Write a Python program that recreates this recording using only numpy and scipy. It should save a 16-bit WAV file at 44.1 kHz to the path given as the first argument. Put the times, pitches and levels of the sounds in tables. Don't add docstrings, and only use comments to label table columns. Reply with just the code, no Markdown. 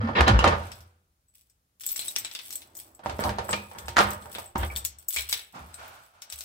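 import sys
import numpy as np
from scipy import signal
from scipy.fft import rfft, irfft, next_fast_len
from scipy.io import wavfile
from scipy.ndimage import uniform_filter1d

SR = 44100
rng = np.random.default_rng(int(sys.argv[2]) if len(sys.argv) > 2 else 0)


def persist_wave(psi):
    counts = np.round(np.clip(psi, -1, 1) * 32767).astype(np.int16)
    wavfile.write(sys.argv[1], SR, np.atleast_2d(counts).T)


N = 284400
SIZE = 32768
T = np.arange(SIZE) / SR

# (time [s], level [dB], wood [dB], steel [dB], knock pitch [Hz])
LOCK_KNOCKS = [(0.091, -14.5, -13, -43, 651), (0.207, -8.5, -18.5, -17, 949), (0.28, -4, -11.5, -15.5, 571),
               (0.391, -12, -19, -15, 985), (0.442, -3, -30, -23, 961), (0.477, -10, -21.5, -17, 1006),
               (2.993, -35.5, -23, -24.5, 719), (3.06, -14.5, -17.5, -24.5, 820),
               (3.096, -20, -22, -18, 770), (3.192, -16, -19, -27, 640), (3.238, -17.5, -13.5, -15.5, 777),
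               (3.293, -16, -20, -20, 778), (3.385, -14.5, -25, -22, 636), (3.491, -18, -18, -26.5, 830),
               (3.53, -17, -37.5, -5.5, 920), (3.714, -31, -31.5, -23, 810), (3.75, -30.5, -17, -27, 802),
               (3.883, -21, -21, -13.5, 789), (3.968, -4.5, -27, -18.5, 1610),
               (3.983, -7, -37.5, -16, 1246), (3.989, -4.5, -32, -16, 1250),
               (4.006, -9.5, -18.5, -16, 1266), (4.257, -29, -28, -36, 670), (4.357, -28, -23, -16, 660),
               (4.384, -23.5, -26.5, -17.5, 815), (4.557, -12.5, -16.5, -27.5, 890)]
# (frequency [Hz], width [Hz], level [dB])
DOOR_MODES = [(112, 8, -0.5), (204, 4.8, 10.5), (220.7, 10, 5), (352.4, 7.5, 2), (500, 2.6, -10.5),
              (585, 35, -1.5), (781, 14, 2.5), (922.6, 23, 3.5), (946, 10, -6), (1222, 6.3, 5),
              (1354, 29, -10.5), (1438, 16, -19)]
# (frequency [Hz], level [dB per Hz])
BOOM_SPECTRUM = [(25, -35.5), (45, -9), (66, -0.5), (85, 4.5), (115, -1), (170, -18.5), (500, -53.5),
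                 (2000, -88)]


def amp(db):
    return 10 ** (np.asarray(db) / 20)


def unit(x):
    return x / np.sqrt(np.mean(x ** 2) + 1e-20)


def energy(x):
    return unit(x) / np.sqrt(SIZE)


def along(points, hz):
    f, v = np.transpose(points)
    return np.interp(np.log(hz + 1), np.log(f), v)


def add(track, s, sound):
    start = max(round(s * SR), 0)
    part = track[..., start:start + sound.shape[-1]]
    part += sound[..., :part.shape[-1]]


def filtered(x, response):
    m = next_fast_len(N + SR // 2)
    hz = np.fft.rfftfreq(m, 1 / SR)
    return irfft(rfft(x, m) * response(hz), m)[..., :N]


def colour(points):
    gain = amp(along(points, np.fft.rfftfreq(SIZE, 1 / SR)))
    cepstrum = irfft(np.log(gain))
    cepstrum[1:SIZE // 2] *= 2
    cepstrum[SIZE // 2 + 1:] = 0
    return np.exp(rfft(cepstrum))


def ringing(modes, scatter_db, detune):
    hz = np.fft.rfftfreq(SIZE, 1 / SR)
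    response = np.ones(len(hz), complex)
    draws = rng.standard_normal((len(modes), 2))
    for (centre, width, db), (size, shift) in zip(modes, draws):
        band = 1j * hz * width
        tuned = centre * (1 + detune * shift)
        response += amp(db + scatter_db * size) * band / (tuned ** 2 - hz ** 2 + band)
    return response


def hallway(near_db, wet_db, pan_db, lag):
    # (frequency [Hz], t60 [s])
    room_t60 = [(60, 1), (200, 0.46), (500, 0.58), (1200, 0.41), (3000, 0.38), (8000, 0.2), (15000, 0.12)]
    crack = energy(rng.standard_normal(SIZE) * np.exp(-T / .001)) + .5 * (T == 0)
    late = int(rng.uniform(0, 2 * lag + 1))
    ports = np.array([crack, np.pad(crack, (late, 0))[:SIZE]])
    direct = energy(ports * amp([[pan_db / 2], [-pan_db / 2]]))
    near = energy(rng.standard_normal((2, SIZE)) * np.exp(-T / .016) * (1 - np.exp(-T / .001)))
    hz, t, z = signal.stft(rng.standard_normal((2, SIZE)), SR, nperseg=256)
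    decay = amp(-60 * t / along(room_t60, hz)[:, None])
    tail = signal.istft(z * decay, SR, nperseg=256)[1][:, :SIZE]
    tail = energy(tail * (1 - np.exp(-T / 0.017)))
    return rfft(energy(direct + amp(near_db) * near + amp(wet_db) * tail))


def grains(count, rate, spread_db):
    present = rng.random(count) < rate / SR
    sign = rng.choice([-1, 1], count)
    return unit(present * sign * amp(spread_db * rng.standard_normal(count)))


def sounded(contacts, response):
    impulse = unit(irfft(response)) / np.sqrt(SIZE)
    return signal.fftconvolve(contacts[None], impulse, axes=1)[:, :N]


def noise(spectrum):
    return unit(filtered(rng.standard_normal((2, N)), lambda hz: amp(along(spectrum, hz))))


def strokes(rows, rise_s, t60_s):
    t = np.arange(N) / SR
    gains = []
    for s, length, db in rows:
        rise = np.clip((t - s) / rise_s, 0, 1)
        gains.append(rise * amp(db - 60 * np.maximum(t - s - length, 0) / t60_s))
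    return np.linalg.norm(gains, axis=0)


def background():
    # (frequency [Hz], level [dB per Hz])
    floor_spectrum = [(25, -5), (65, 4), (130, -5), (300, -14.5), (600, -22), (2000, -27), (8000, -27.5),
                      (16000, -28)]
    return amp(-71.0) * noise(floor_spectrum)


def clothes():
    # (time [s], length [s], level [dB])
    leg_rows = [(0.0, 0.11, -56), (0.5, 0.16, -46), (4.9, 0.15, -70), (5.67, 0.12, -56),
                (5.77, 0.084, -45.5), (5.89, 0.084, -53), (6.12, 0.32, -61)]
    # (time [s], length [s], level [dB])
    arm_rows = [(1.8, 0.18, -62.5), (1.96, 0.27, -58), (2.4, 0.52, -61), (4.8, 0.58, -72.5)]
    # (frequency [Hz], level [dB per Hz])
    leg_spectrum = [(88, -49), (150, -15.5), (448, -11), (649, -1), (1120, -4.5), (1450, -1), (1900, -12),
                    (2270, -9), (11900, -27), (13700, -33), (16000, -42.5)]
    # (frequency [Hz], level [dB per Hz])
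    sleeve_spectrum = [(60, -12), (180, -6.5), (330, 3), (450, -8), (620, -1.5), (900, -5.5), (1500, -14),
                       (4000, -26), (16000, -30)]
    rumble_db = -7.5
    legs = strokes(leg_rows, rise_s=0.028, t60_s=0.64)
    arm = strokes(arm_rows, rise_s=0.094, t60_s=0.73)
    rustle = legs * noise(leg_spectrum) + arm * noise(sleeve_spectrum)
    return rustle + amp(rumble_db) * (arm + amp(-8) * legs) * noise(BOOM_SPECTRUM)[0]


def footfall():
    # (time [s], length [s], level [dB])
    press = [(5.53, 0.053, -42)]
    # (frequency [Hz], level [dB per Hz])
    mat_spectrum = [(59, -41), (100, -1.5), (215, -1), (452, -11.5), (872, -5), (1360, -8), (1800, -16),
                    (2470, -16.5), (4570, -24.5), (5300, -24), (16000, -43)]
    return strokes(press, rise_s=0.025, t60_s=0.5) * noise(mat_spectrum)


def thuds():
    # (time [s], level [dB], frequency [Hz], rise [s], t60 [s])
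    pushes = [(0.0, -23.5, 94.8, 0.0023, 0.53), (0.024, -21.5, 225.6, 0.025, 0.26),
              (0.185, -13.5, 71, 0.036, 0.23), (0.306, -10.5, 61.7, 0.051, 0.32),
              (0.3, -10.5, 112, 0.024, 0.099), (0.439, -23, 84.6, 0.02, 0.72),
              (3.215, -30, 61.2, 0.054, 0.43), (3.82, -39.5, 70.6, 0.043, 0.6),
              (4.564, -25.5, 70.9, 0.037, 0.72), (5.158, -41.5, 77.6, 0.035, 0.55),
              (5.582, -44.5, 78.8, 0.045, 0.62), (6.321, -50, 72, 0.027, 0.5)]
    chatter = .06
    boom_db, boom_rise_s, boom_t60_s = -6.5, 0.015, .7
    out = np.zeros(N)
    for s, db, hz, rise, t60 in pushes:
        swell = np.sin(np.pi / 2 * np.minimum(T / rise, 1)) ** 2
        swell = swell * amp(-60 * np.maximum(T - rise, 0) / t60)
        blur = np.cumsum(rng.standard_normal(SIZE)) * np.sqrt(2 * np.pi * chatter * hz / SR)
        phase = 2 * np.pi * hz * T + uniform_filter1d(blur, size=400)
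        add(out, s, amp(db) * swell * np.sin(phase))
    booms = [(s, boom_rise_s, db + wood_db + boom_db) for s, db, wood_db, steel_db, hz in LOCK_KNOCKS]
    return out + strokes(booms, boom_rise_s, boom_t60_s) * noise(BOOM_SPECTRUM)[0]


def scraping():
    # (time [s], length [s], level [dB])
    rubs = [(0.0, 0.21, -36), (0.16, 0.36, -27.5), (0.45, 0.04, -27.5), (3.02, 0.041, -47.5),
            (3.19, 0.025, -30), (3.245, 0.055, -39.5), (3.37, 0.016, -39.5), (3.48, 0.05, -31.5),
            (3.74, 0.084, -46), (3.94, 0.022, -47), (4.04, 0.04, -49.5), (4.2, 0.12, -49.5),
            (4.56, 0.22, -48)]
    # (time [s], length [s], level [dB], brightness [dB])
    slides = [(0.149, 0.052, -19.5, -4), (0.263, 0.039, -17.5, 0), (0.444, 0.032, -16, -4),
              (3.237, 0.05, -27.5, -39.5), (3.526, 0.009, -18, 2.5), (3.981, 0.032, -18.5, -9),
              (4.582, 0.077, -38.5, 1), (4.628, 0.0083, -23, -1.5)]
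    # (frequency [Hz], gain [dB])
    friction_tone = [(50, -21), (200, 5.5), (350, 4), (1100, 2.5), (2000, -2.5), (4000, -14.5),
                     (6000, -26.5), (9000, -44.5), (16000, -47)]

    def door():
        voice = colour(friction_tone) * ringing(DOOR_MODES, scatter_db=1.5, detune=0.0029)
        return voice * hallway(near_db=5.5, wet_db=-16, pan_db=1.5, lag=12)

    slips = grains(N, rate=450, spread_db=6)
    out = sounded(strokes(rubs, rise_s=0.0097, t60_s=0.26) * slips, door())
    for s, length, db, bright_db in slides:
        stroke = np.clip(np.minimum(T, length - T) / 0.0036, 0, 1)
        edge = colour([(1200, 0), (3500, bright_db + 8.0), (12000, bright_db)])
        add(out, s, amp(db) * sounded(stroke * grains(SIZE, rate=7100, spread_db=4.5), door() * edge))
    return out


def knocks():
    # (time [s], level [dB], frequency [Hz])
    snaps = [(0.2095, -5, 2500), (0.4445, -5, 1300), (3.5345, -16, 2500), (4.558, -17, 1000)]
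    hard_db, hard_grows = 10.5, 0.05
    graze_db = -3.5
    out = np.zeros((2, N))
    for s, db, wood_db, steel_db, hz in LOCK_KNOCKS:
        wood = [(40, wood_db - 1.5), (110, wood_db + 6), (195, wood_db + 4), (330, wood_db + 9.5)]
        pitch = [(hz / 2, -13), (hz, -8), (hz * 1.5, -14)]
        steel = [(4000, steel_db - 3), (7000, steel_db - 10.5), (10500, steel_db - 20),
                 (15000, steel_db - 34.5)]
        door = colour(wood + pitch + steel) * ringing(DOOR_MODES, scatter_db=3, detune=.004)
        crack_db = hard_db + hard_grows * db
        space = hallway(near_db=11.5 - crack_db, wet_db=3.5 - crack_db, pan_db=-1.5, lag=4)
        add(out, s, amp(db + 17) * energy(irfft(door * space)))
        graze_space = hallway(near_db=2, wet_db=-7, pan_db=-1, lag=13)
        graze = amp(db + graze_db) * energy(irfft(door * graze_space))
        add(out, s - rng.uniform(0.0033, 0.011), graze)
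    for s, db, hz in snaps:
        add(out, s, amp(db + 3) * np.sin(2 * np.pi * hz * T) * np.exp(-T * hz))
    return out


def pings():
    # (time [s], frequency [Hz], level [dB], t60 [s])
    partials = [(0.39, 2840, -20.5, 0.16), (2.083, 3820, -27, 0.068), (2.555, 8100, -22, 0.042),
                (2.771, 13500, -50, .4), (3.536, 2450, -32, 0.36), (3.79, 13800, -51, 0.33),
                (3.992, 1326, -13.5, 0.094), (4.701, 2300, -34, 0.13), (5.165, 2340, -24, 0.2),
                (5.328, 4840, -24, 0.069)]
    out = np.zeros((2, N))
    for s, hz, db, t60 in partials:
        decay = amp(-60 * T / t60) * (1 - np.exp(-T / 0.00046))
        blur = np.cumsum(rng.standard_normal((2, SIZE)), axis=1) * np.sqrt(2 * np.pi * 110 / SR)
        phase = 2 * np.pi * hz * T + uniform_filter1d(blur, size=60, axis=1)
        add(out, s, amp(db) * decay * np.sin(phase))
    return out


def key_ring(count=12):
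    # (frequency [Hz], width [Hz] before the 70 Hz minimum, level [dB])
    bunch = [(3470, 57.2, -3), (5530, 540, 2), (7140, 36, -11.5), (8160, 96, -12), (7870, 77, 9),
             (10500, 70, 8.5), (13570, 120, 13.5), (13900, 64, -9.5)]
    shared = [(hz, max(width, 70), db) for hz, width, db in bunch]
    own = [(hz, 170, 2) for hz in rng.uniform(3500, 15500, count)]
    return ringing(shared + own, scatter_db=3, detune=.015)


def jingle():
    # (time [s], length [s], level [dB])
    shakes = [(0.55, 0.24, -59.5), (1.335, 0.063, -64), (1.79, 0.07, -47.5), (1.865, 0.058, -39),
              (1.96, 0.13, -41), (2.17, 0.31, -54), (2.43, 0.14, -49.5), (2.765, 0.015, -44.5),
              (3.03, 0.19, -60.5), (3.19, 0.061, -41), (3.41, 0.16, -52.5), (3.62, 0.4, -59.5),
              (3.97, 0.17, -45), (4.22, 0.047, -57), (4.31, 0.1, -46.5), (4.56, 0.15, -49.5),
              (4.99, 0.05, -61), (5.087, 0.1, -36.5), (5.28, 0.049, -36), (5.52, 0.55, -64),
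              (6.31, 0.14, -48)]
    # (frequency [Hz], gain [dB])
    contact_tone = [(200, -35.5), (1200, -10), (2400, 2), (4000, 3.5), (6500, -2.5), (8200, 7.5),
                    (9800, 1.5), (14000, 1), (16000, 7.5)]
    out = np.zeros((2, N))
    shake = strokes(shakes, rise_s=0.01, t60_s=0.3)
    for key in range(4):
        space = hallway(near_db=-2.5, wet_db=-14.5, pan_db=-0.5, lag=8.3)
        response = colour(contact_tone) * key_ring() * space
        out += sounded(shake * grains(N, rate=70, spread_db=5), response)
    return amp(-3) * out


def clinks():
    # (time [s], level [dB], body [dB], ring [dB])
    strikes = [(0.7178, -31, -4, -15), (0.8062, -43.5, -11, -19), (1.284, -53.5, -23.5, 0),
               (1.4985, -52.5, -13.5, -8), (1.8084, -33, -15, -16), (1.836, -32, -4.5, -9),
               (1.8647, -16.5, -19.5, -5), (1.8897, -22, -19.5, -40), (1.917, -18, -42, -30),
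               (1.9609, -21.5, -10.5, -9), (1.9927, -19.5, -8.5, -12), (2.0188, -27, 1, -14),
               (2.082, -20, -16.5, -6), (2.1624, -14.5, -5.5, -17.5), (2.1844, -18.5, -26, -9),
               (2.2479, -21, -1.5, -19), (2.3135, -31, -1, -20), (2.3505, -23, -2.5, -20),
               (2.39, -27.5, 3, -18), (2.5062, -28, -12.5, -14), (2.5275, -25.5, -16.5, -15),
               (2.5561, -24.5, -27, -5), (2.619, -37, -7.5, -31), (2.7521, -35, -17, -4),
               (2.7691, -29.5, -23, -15), (2.9492, -42, -19, -4), (3.1867, -41, -13, -25),
               (3.2385, -24, -6, -32), (3.493, -25, -18, -7), (3.5092, -19, -12, 5),
               (3.7855, -29.5, -8, -11), (3.858, -39, -14, 0), (3.8844, -32, -14, -9),
               (4.1061, -25.5, -21, -15), (4.1161, -35, 1, -20), (4.2222, -40.5, -3, -4),
               (4.3499, -25.5, 16, -1), (4.3869, -35, -28, -11), (4.4583, -35, -29, 20),
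               (4.58, -26.5, -23, -7), (4.7618, -19.5, -8.5, -6.5), (4.7707, -20, -23, -4),
               (4.85, -13.5, -18, -17), (4.986, -36, -18.5, -2), (5.0858, -14.5, -31, -17.5),
               (5.1354, -23, -15, -3), (5.1626, -18, -8.5, -13), (5.1713, -21.5, 13, -19),
               (5.185, -18.5, 5, -22), (5.2955, -27, -1, -9), (5.3271, -13, -3, -22), (5.3407, -23, 1, -21),
               (5.3934, -32.5, -5, -26), (5.7422, -30.5, -12, -1), (5.879, -40, -24, -21),
               (6.2202, -30, -9.5, -22), (6.3007, -30, -10, -19), (6.3243, -25.5, -9, -16),
               (6.3893, -30.5, -18, -12), (6.4077, -27.5, -11, -22)]
    top_db, grip_damps = -22.5, 0.63
    crisp_db, crisp_grows = 2.5, 0.12
    touch_db, rebound_db = -17.5, -11.5
    out = np.zeros((2, N))
    for s, db, body_db, ring_db in strikes:
        shimmer_db = top_db - grip_damps * body_db
        crack_db = crisp_db + crisp_grows * db
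        body = [(200, body_db - 15), (1300, body_db - 7), (2300, body_db + 1), (3900, body_db + 1.5),
                (5000, body_db / 2 - 6.5)]
        ring = [(6800, -11.5), (8150, ring_db + 8.5), (9400, -15), (13500, shimmer_db)]
        space = hallway(near_db=-crack_db, wet_db=-10 - crack_db, pan_db=2.5, lag=6.5)
        hit = amp(db + 17.5) * energy(irfft(colour(body + ring) * key_ring() * space))
        add(out, s - rng.uniform(.002, .008), amp(touch_db) * hit)
        add(out, s, hit)
        add(out, s + rng.uniform(.0015, .009), amp(rebound_db + rng.normal(0, 2)) * hit)
    return out * amp([[.5], [-.5]])


def scene():
    # (frequency [Hz], gain of the side signal [dB])
    side_gain = [(60, -30), (150, -16.5), (280, -16.5), (550, -4.5), (1200, 4.5), (2500, -1), (16000, 1)]
    # (frequency [Hz], left minus right [dB])
    balance = [(60, 1.9), (130, -1.5), (280, -1), (550, -7), (1100, -2), (2200, -1), (4400, 2),
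               (16000, 2.5)]
    keys = clinks() + pings() + jingle()
    door = knocks() + scraping() + thuds()
    left, right = keys + door + clothes() + footfall() + background()
    mid = (left + right) / 2
    side = filtered((left - right) / 2, lambda hz: amp(along(side_gain, hz)))
    ports = np.array([mid + side, mid - side])
    return filtered(ports, lambda hz: amp(np.outer([.5, -.5], along(balance, hz))))


def record(dry):
    low_cut_hz, top_hz = 32, 15850
    heard = filtered(dry, lambda hz: 1 - 1 / (1 + (hz / low_cut_hz) ** 6))
    return filtered(np.clip(heard, -1, 1), lambda hz: 1 / (1 + (hz / top_hz) ** 200))


dry = scene()
out = record(dry)
persist_wave(out)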